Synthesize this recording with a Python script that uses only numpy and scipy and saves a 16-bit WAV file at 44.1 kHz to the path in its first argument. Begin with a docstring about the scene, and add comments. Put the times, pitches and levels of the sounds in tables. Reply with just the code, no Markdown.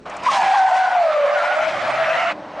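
"""A car slides round a bend in a car park

Blocks of tyre tread stick and slip: one tyre sings a wavering squeal and another joins in bursts, over
scrubbing rubber, a few ticks, road rumble and an engine that revs up. The close sound starts and stops
abruptly, and the scene then changes briefly to a place filled with a ringing noise."""
import sys
import numpy as np
from scipy import signal
from scipy.fft import rfft, irfft
from scipy.io import wavfile
from scipy.ndimage import uniform_filter1d

SR = 44100
rng = np.random.default_rng(int(sys.argv[2]) if len(sys.argv) > 2 else 0)


def master(y):
    """Save y as 16-bit WAV."""
    cut = np.clip(np.atleast_2d(y).T, -1, 1)
    pcm = np.round(cut * 32767)  # scale
    wavfile.write(sys.argv[1], SR, pcm.astype(np.int16))


N = 114660
TIME = np.arange(N) / SR


def amp(db):
    """Turn decibels into a gain."""
    return 10 ** (np.asarray(db) / 20)


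def evened(x):
    """Scale to an average power of one."""
    return x / np.sqrt(np.mean(x ** 2) + 1e-20)


def level_at(colour, hz):
    """Look up a table's level at any frequency."""
    f, db = np.transpose(colour)
    return np.interp(np.log(hz + 1), np.log(f + 1), db)


def shaped(x, colour):
    """Filter a sound by a table of frequencies and levels."""
    return irfft(rfft(x) * amp(level_at(colour, np.fft.rfftfreq(N, 1 / SR))), N)


def curves(table):
    """A curve for each column, and a gate that is open from the first time to the last."""
    times, *columns = np.transpose(table)
    gate = np.clip(np.minimum(TIME - times[0], times[-1] - TIME) / .008 + 1, 0, 1)
    return [np.interp(TIME, times, c) for c in columns], gate


def wander(rate_hz):
    """A smooth random wobble, up to about the given rate."""
    lowpass = signal.butter(4, rate_hz, fs=SR, output="sos")
    return evened(signal.sosfilt(lowpass, rng.standard_normal(N + 8000))[8000:])


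def noise(colour, patchy_db, flicker_db, treble_db=None):
    """Noise whose level wavers in patches of frequency and flickers as a whole."""
    frames, hz = N // 128 + 6, np.fft.rfftfreq(512, 1 / SR)
    real, imag, patch = rng.standard_normal((frames, 257, 3)).T
    patch = evened(uniform_filter1d(uniform_filter1d(patch, size=5, axis=0), size=16, axis=1))
    flicker = evened(uniform_filter1d(rng.standard_normal(frames), size=8))
    db = level_at(colour, hz)[:, None] + patchy_db * patch + flicker_db * flicker
    if treble_db is not None:
        share = np.clip(np.log(hz / 1700 + 1e-9) / np.log(3.6), 0, 1)[:, None]
        db += share * treble_db[np.minimum(np.arange(frames) * 128, N - 1)]
    return evened(signal.istft((real + 1j * imag) * amp(db), nperseg=512, noverlap=384)[1][:N])


def air():
    """A faint, even rush of outdoor air."""
    # tone of the air (frequency [Hz], relative level [dB])
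    colour = [(300, -33), (450, -9.5), (8300, -44), (12000, -69)]
    return noise(colour, patchy_db=1.5, flicker_db=.6) * amp(-49)


def rumble():
    """Lumpy road and body noise, with deep bass that dies away as the car moves off."""
    # swell of the rumble (time [s], level [dB])
    swell = [(0.0, -48), (0.38, -42), (0.73, -52), (1.41, -53), (1.75, -41), (2.2, -45), (2.36, -42),
             (2.6, -44.5)]
    # its tone (frequency [Hz], relative level [dB])
    colour = [(30, -18.5), (100, -10), (190, -0.5), (330, 0), (420, -3.5), (600, -24.5), (1000, -83.5)]
    (db,), _ = curves(swell)
    body = evened(shaped(rng.standard_normal(N), colour))
    deep = wander(rate_hz=120) * amp(-54 - 13 * TIME)
    return body * amp(db + wander(9.1)) + deep


def roll(end_s=.33):
    """The dull roar of rolling tyres that still grip."""
    # tone of the tread (frequency [Hz], relative level [dB])
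    colour = [(180, -37), (300, -34), (606, 0.5), (742, -0.5), (1050, -3), (1260, -5), (3000, -42),
              (6600, -120)]
    fade = np.clip((end_s - TIME) / .094, 0, 1)
    return noise(colour, patchy_db=1, flicker_db=0) * amp(-33.5) * fade


def scrub():
    """Rubber rasps over asphalt, mixed with a noisy ring of the squeal near 620 Hz."""
    # swell of the mix, brightest as the tread bites (time [s], relative level [dB], relative treble [dB])
    swell = [(0.06, -41, -18.5), (0.15, -39, -15), (0.21, -43.5, -13.5), (0.265, -28.5, -10.5),
             (0.295, -34, -9.5), (0.315, -28, -8), (0.36, -26.5, -8), (0.395, -32, -7.5),
             (0.44, -27, -12.5), (0.585, -31.5, -10.5), (0.61, -34, -12), (0.77, -33, -10.5),
             (0.95, -32.5, -17.5), (1.22, -31.5, -19.5), (1.46, -28.5, -19.5), (1.69, -30.5, -17),
             (2.14, -27, -20), (2.32, -27, -21)]
    # broad rasp plus the squeal's ring (frequency [Hz], relative level [dB])
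    colour = [(60, -58), (130, -42), (480, -35.5), (620, -0.5), (800, -7), (1240, -7.5), (1670, -9),
              (2350, -12), (2700, -17), (5870, -34.5), (9800, -49), (14000, -54)]
    (db, treble_db), _ = curves(swell)
    return noise(colour, patchy_db=1.93, flicker_db=.92, treble_db=treble_db + 21.5) * amp(db + 5)


def ticks(decay_s=.005):
    """Tiny bright ticks, like grit thrown by the tread."""
    # ticks (time [s], peak level [dB])
    hits = [(0.0974, -36), (0.167, -30), (0.2353, -36), (0.768, -33)]
    out, t = np.zeros(N), np.arange(600) / SR
    band = signal.butter(2, [4900, 7700], "band", fs=SR, output="sos")
    for start, db in hits:
        burst = signal.sosfilt(band, rng.standard_normal(600) * np.exp(-t / decay_s))
        out[round(start * SR):][:600] += amp(db) * burst / abs(burst).max()
    return out


def slip(hz, partials_db, jitter, shimmer_db, fuzz):
    """Rubber sticks and slips: a shaky tone whose partials (multiples of the pitch) are partly noise."""
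    phase = 2 * np.pi * np.cumsum(hz * (1 + jitter * wander(55))) / SR
    out = np.zeros(N)
    for k, db in partials_db:
        halo = (wander(55 * k) + 1j * wander(55 * k)) / np.sqrt(2)
        noisy = np.clip(fuzz * k ** 2, 0, .95)
        body = np.sqrt(1 - noisy) * amp(shimmer_db * wander(40)) + np.sqrt(noisy) * halo
        out += amp(db) * np.sqrt(2) * (body * np.exp(1j * k * phase)).real
    return out


def bite():
    """A high yelp as the tread first bites."""
    # the yelp (time [s], pitch [Hz], level [dB])
    yelp = [(.235, 1012, -30), (.26, 1026, -26), (.268, 1030, -8), (.284, 976, -20), (.29, 1187, -9.5),
            (.305, 1084, -20.5), (.325, 1073, -28), (.4, 928, -19.5), (.46, 897, -30.5)]
    (hz, db), gate = curves(yelp)
    return gate * slip(hz, [(1, db), (2, db - 32)], jitter=.014, shimmer_db=.5, fuzz=.2)


def squeal():
    """The tyre that bears the load sings, and grows rougher as it slides."""
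    # the squeal (time [s], pitch [Hz], level [dB], octave level [dB], swarm against main tone [dB])
    song = [(.32, 805.6, -26, -51, -4), (.36, 791.7, -18.5, -45, -2), (.415, 754.6, -19.5, -48, -2.5),
            (.45, 779.5, -20, -50, 2), (.53, 759, -13, -34, -8.5), (.545, 856, -16, -39, 5.5),
            (.575, 782, -13.5, -23.5, -11), (.61, 758, -13, -27, -10), (.685, 763, -16.5, -26.5, 0),
            (.705, 720.4, -21.5, -34, 6), (.73, 749.7, -16.5, -30.5, -3), (.8, 754.8, -17, -26, -9),
            (.95, 731.7, -18.5, -27, 0), (1.0, 699.8, -17, -41, -1), (1.11, 613.6, -18.5, -29, -12),
            (1.25, 570.7, -13.5, -26, -23), (1.33, 590.7, -21.5, -29, -5.5), (1.5, 590, -26, -48, -6.5),
            (1.6, 627.7, -21, -51, -4.5), (1.69, 641.5, -26, -56, -6), (1.78, 567, -28.5, -27, 1),
            (1.8, 589.4, -39.5, -30, -0.5), (1.83, 612.5, -23, -33, -4.5), (1.875, 627, -30, -33, -1),
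            (1.93, 617, -29.5, -35.5, 2.5), (1.99, 661, -23, -31, -6.5), (2.07, 633.7, -21.5, -31, -11),
            (2.12, 648.6, -24, -26, -18.5), (2.2, 697.5, -33.5, -28, -13.5), (2.24, 666, -20.5, -26.5, -20),
            (2.31, 702, -31.5, -28.5, -16), (2.33, 702, -30.5, -48, -5)]
    # its roughness (time [s], fuzz [0-1], upper partials against octave [dB], shimmer [dB])
    roughness = [(.3, .3, -22, 2), (.58, .05, -22, 1), (1.2, .13, -20, 1.5), (1.6, .25, -12, 2.5),
                 (2.33, .3, -3, 3)]
    (hz, db, octave_db, swarm_db), gate = curves(song)
    (fuzz, upper_db, shimmer_db), _ = curves(roughness)
    partials = [(1, db), (2, octave_db), (3, octave_db + upper_db), (4, octave_db + upper_db - 1)]
    tone = slip(hz, partials, jitter=.0045, shimmer_db=shimmer_db, fuzz=fuzz)
    return gate * (tone + amp(db + swarm_db) * swarm(hz))


def swarm(hz, slips_per_s=320, cycles=18):
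    """Other tread blocks slip for a few cycles each, mostly a little above the main pitch."""
    out = np.zeros(N)
    for when, above, glide, size, offset in rng.random((int(slips_per_s * N / SR), 5)):
        at = int(when * N)
        pitch = hz[at] * (.95 + .45 * above ** 1.55)
        progress = np.arange(0, 1, pitch / (cycles * SR))
        phase = 2 * np.pi * (cycles * (progress + .036 * (glide - .5) * progress ** 2) + offset)
        swell = amp(2.8 * size) * np.sin(np.pi * progress) ** 2
        grain = swell * (np.sin(phase) + .2 * np.sin(2 * phase))
        out[at:at + len(grain)] += grain[:N - at]
    return evened(out)


def chirps():
    """Single tread blocks slip with short, gliding chirps."""
    # slips (start [s], length [s], first pitch [Hz], last pitch [Hz], level [dB])
    slips = [(.37, .2, 1720, 1600, -29), (.668, .026, 880, 1000, -24), (1.025, .07, 612, 570, -24),
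             (1.08, .081, 1290, 1331, -28), (1.361, .025, 801, 700, -24), (1.491, .035, 701, 850, -25),
             (1.878, .028, 650, 740, -20), (1.961, .08, 721, 741, -25), (2.061, .06, 1501, 1580, -30),
             (2.19, .07, 730, 745, -27)]
    out = np.zeros(N)
    for start, length, from_hz, to_hz, db in slips:
        t = np.arange(0, length, 1 / SR)
        hz = (from_hz + (to_hz - from_hz) * t / length) * (1 + .013 * wander(45)[:len(t)])
        swell = amp(db) * np.sqrt(2 * np.sin(np.pi * t / length))
        out[round(start * SR):][:len(t)] += swell * np.sin(2 * np.pi * np.cumsum(hz) / SR)
    return out


def second_tyre():
    """Another tyre squeals in bursts, loudest an octave above its base pitch."""
    # the bursts (time [s], octave pitch [Hz], octave level [dB])
    bursts = [(1.33, 1439, -43), (1.354, 1527, -23), (1.404, 1356, -23.5), (1.525, 1470, -23),
              (1.59, 1364, -23.5), (1.668, 1467, -27.5), (1.7, 1328, -47)]
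    (hz, db), gate = curves(bursts)
    return gate * slip(hz / 2, [(1, db - 5), (2, db)], jitter=.012, shimmer_db=2.5, fuzz=.06)


def engine():
    """The engine's low note climbs as it fires faster."""
    # the rev (time [s], firing rate [Hz], level [dB])
    rev = [(1.6, 81.76, -58), (1.976, 130.7, -45), (2.33, 165, -57.5)]
    # its partials (multiple of firing rate, relative level [dB])
    partials = [(1, -1.5), (2, -11), (3, -9)]
    (hz, db), gate = curves(rev)
    phase = 2 * np.pi * np.cumsum(hz) / SR
    tone = sum(amp(part_db + .91 * wander(6.1)) * np.sin(k * phase) for k, part_db in partials)
    return gate * amp(db) * np.sqrt(2) * tone


def far_engine():
    """A distant engine hums one sinking note."""
    # the hum (time [s], pitch [Hz], level [dB])
    hum = [(2.28, 321.4, -52), (2.318, 307, -41), (2.6, 286, -53)]
    (hz, db), gate = curves(hum)
    return gate * amp(db) * np.sqrt(2) * np.sin(2 * np.pi * np.cumsum(hz) / SR)


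def next_scene_noise():
    """After the scene changes, a ringing noise fills the new place."""
    # swell of the ringing noise (time [s], level [dB])
    swell = [(2.35, -37), (2.522, -33.5), (2.6, -28.5)]
    # its tone (frequency [Hz], relative level [dB])
    colour = [(240, -36.5), (400, -28), (547, -23), (596, 1), (677, -13.5), (748, -3.5), (815, -5),
              (6420, -40.5), (6890, -52), (12000, -60)]
    (db,), _ = curves(swell)
    return noise(colour, patchy_db=1.5, flicker_db=1) * amp(db)


def echoes(x):
    """A wavering copy stands for echoes off asphalt and fences, which differ left and right."""
    # stereo width (frequency [Hz], relative echo level [dB])
    width = [(60, -17), (400, -30), (600, -13.5), (1000, -8), (2800, -13), (4000, -18), (7000, -8),
             (14000, -13.5)]
    # echoes grow as the car swings round (time [s], gain [dB])
    widening = [(0, -14.5), (1.0, -6.5), (1.5, 2), (2.3, -2), (2.35, -16), (2.6, -43)]
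    shifting = (signal.hilbert(x) * (wander(25) + 1j * wander(25))).real / np.sqrt(2)
    (db,), _ = curves(widening)
    side = shaped(shifting, width) * amp(db)
    return np.array([x + side, x - side])


def scene(start_s=.055, stop_s=2.327, edge_s=.0035):
    """The close sound cuts off with a quick fade, and the scene changes to a ringing noise."""
    near = np.clip(np.minimum(TIME - start_s, stop_s - TIME) / edge_s + .5, 0, 1)
    late = TIME > 1  # keeps the fade and the next scene's ringing noise out of the opening
    quick_fade = amp(-11 - 60 * np.maximum(TIME - stop_s, 0) / .098) * late
    tyres = squeal() + bite() + second_tyre() + chirps() + ticks() + scrub() + roll()
    close = tyres * np.maximum(near, quick_fade)
    later = next_scene_noise() * (1 - near) * late
    return echoes(close + later + air() + rumble() + engine() + far_engine())


def record(dry, limit=.3, bass_hz=25, treble_hz=10050, top_hz=14050):
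    """A quick limiter eases the loud swells; filters trim the deepest bass and highest treble."""
    drive = np.sqrt(abs(uniform_filter1d(dry ** 2, size=120))) / limit + 1e-9
    soft = dry * np.tanh(drive) / drive
    soft = signal.sosfilt(signal.butter(2, bass_hz, "high", fs=SR, output="sos"), soft)
    dull = signal.oaconvolve(soft, signal.firwin(301, treble_hz, fs=SR)[None], "same")
    mix = dull + amp(-20) * (soft - dull)  # a little treble leaks through
    return signal.oaconvolve(mix, signal.firwin(511, top_hz, window=("kaiser", 9), fs=SR)[None], "same")


dry = scene()
out = record(dry)
master(out)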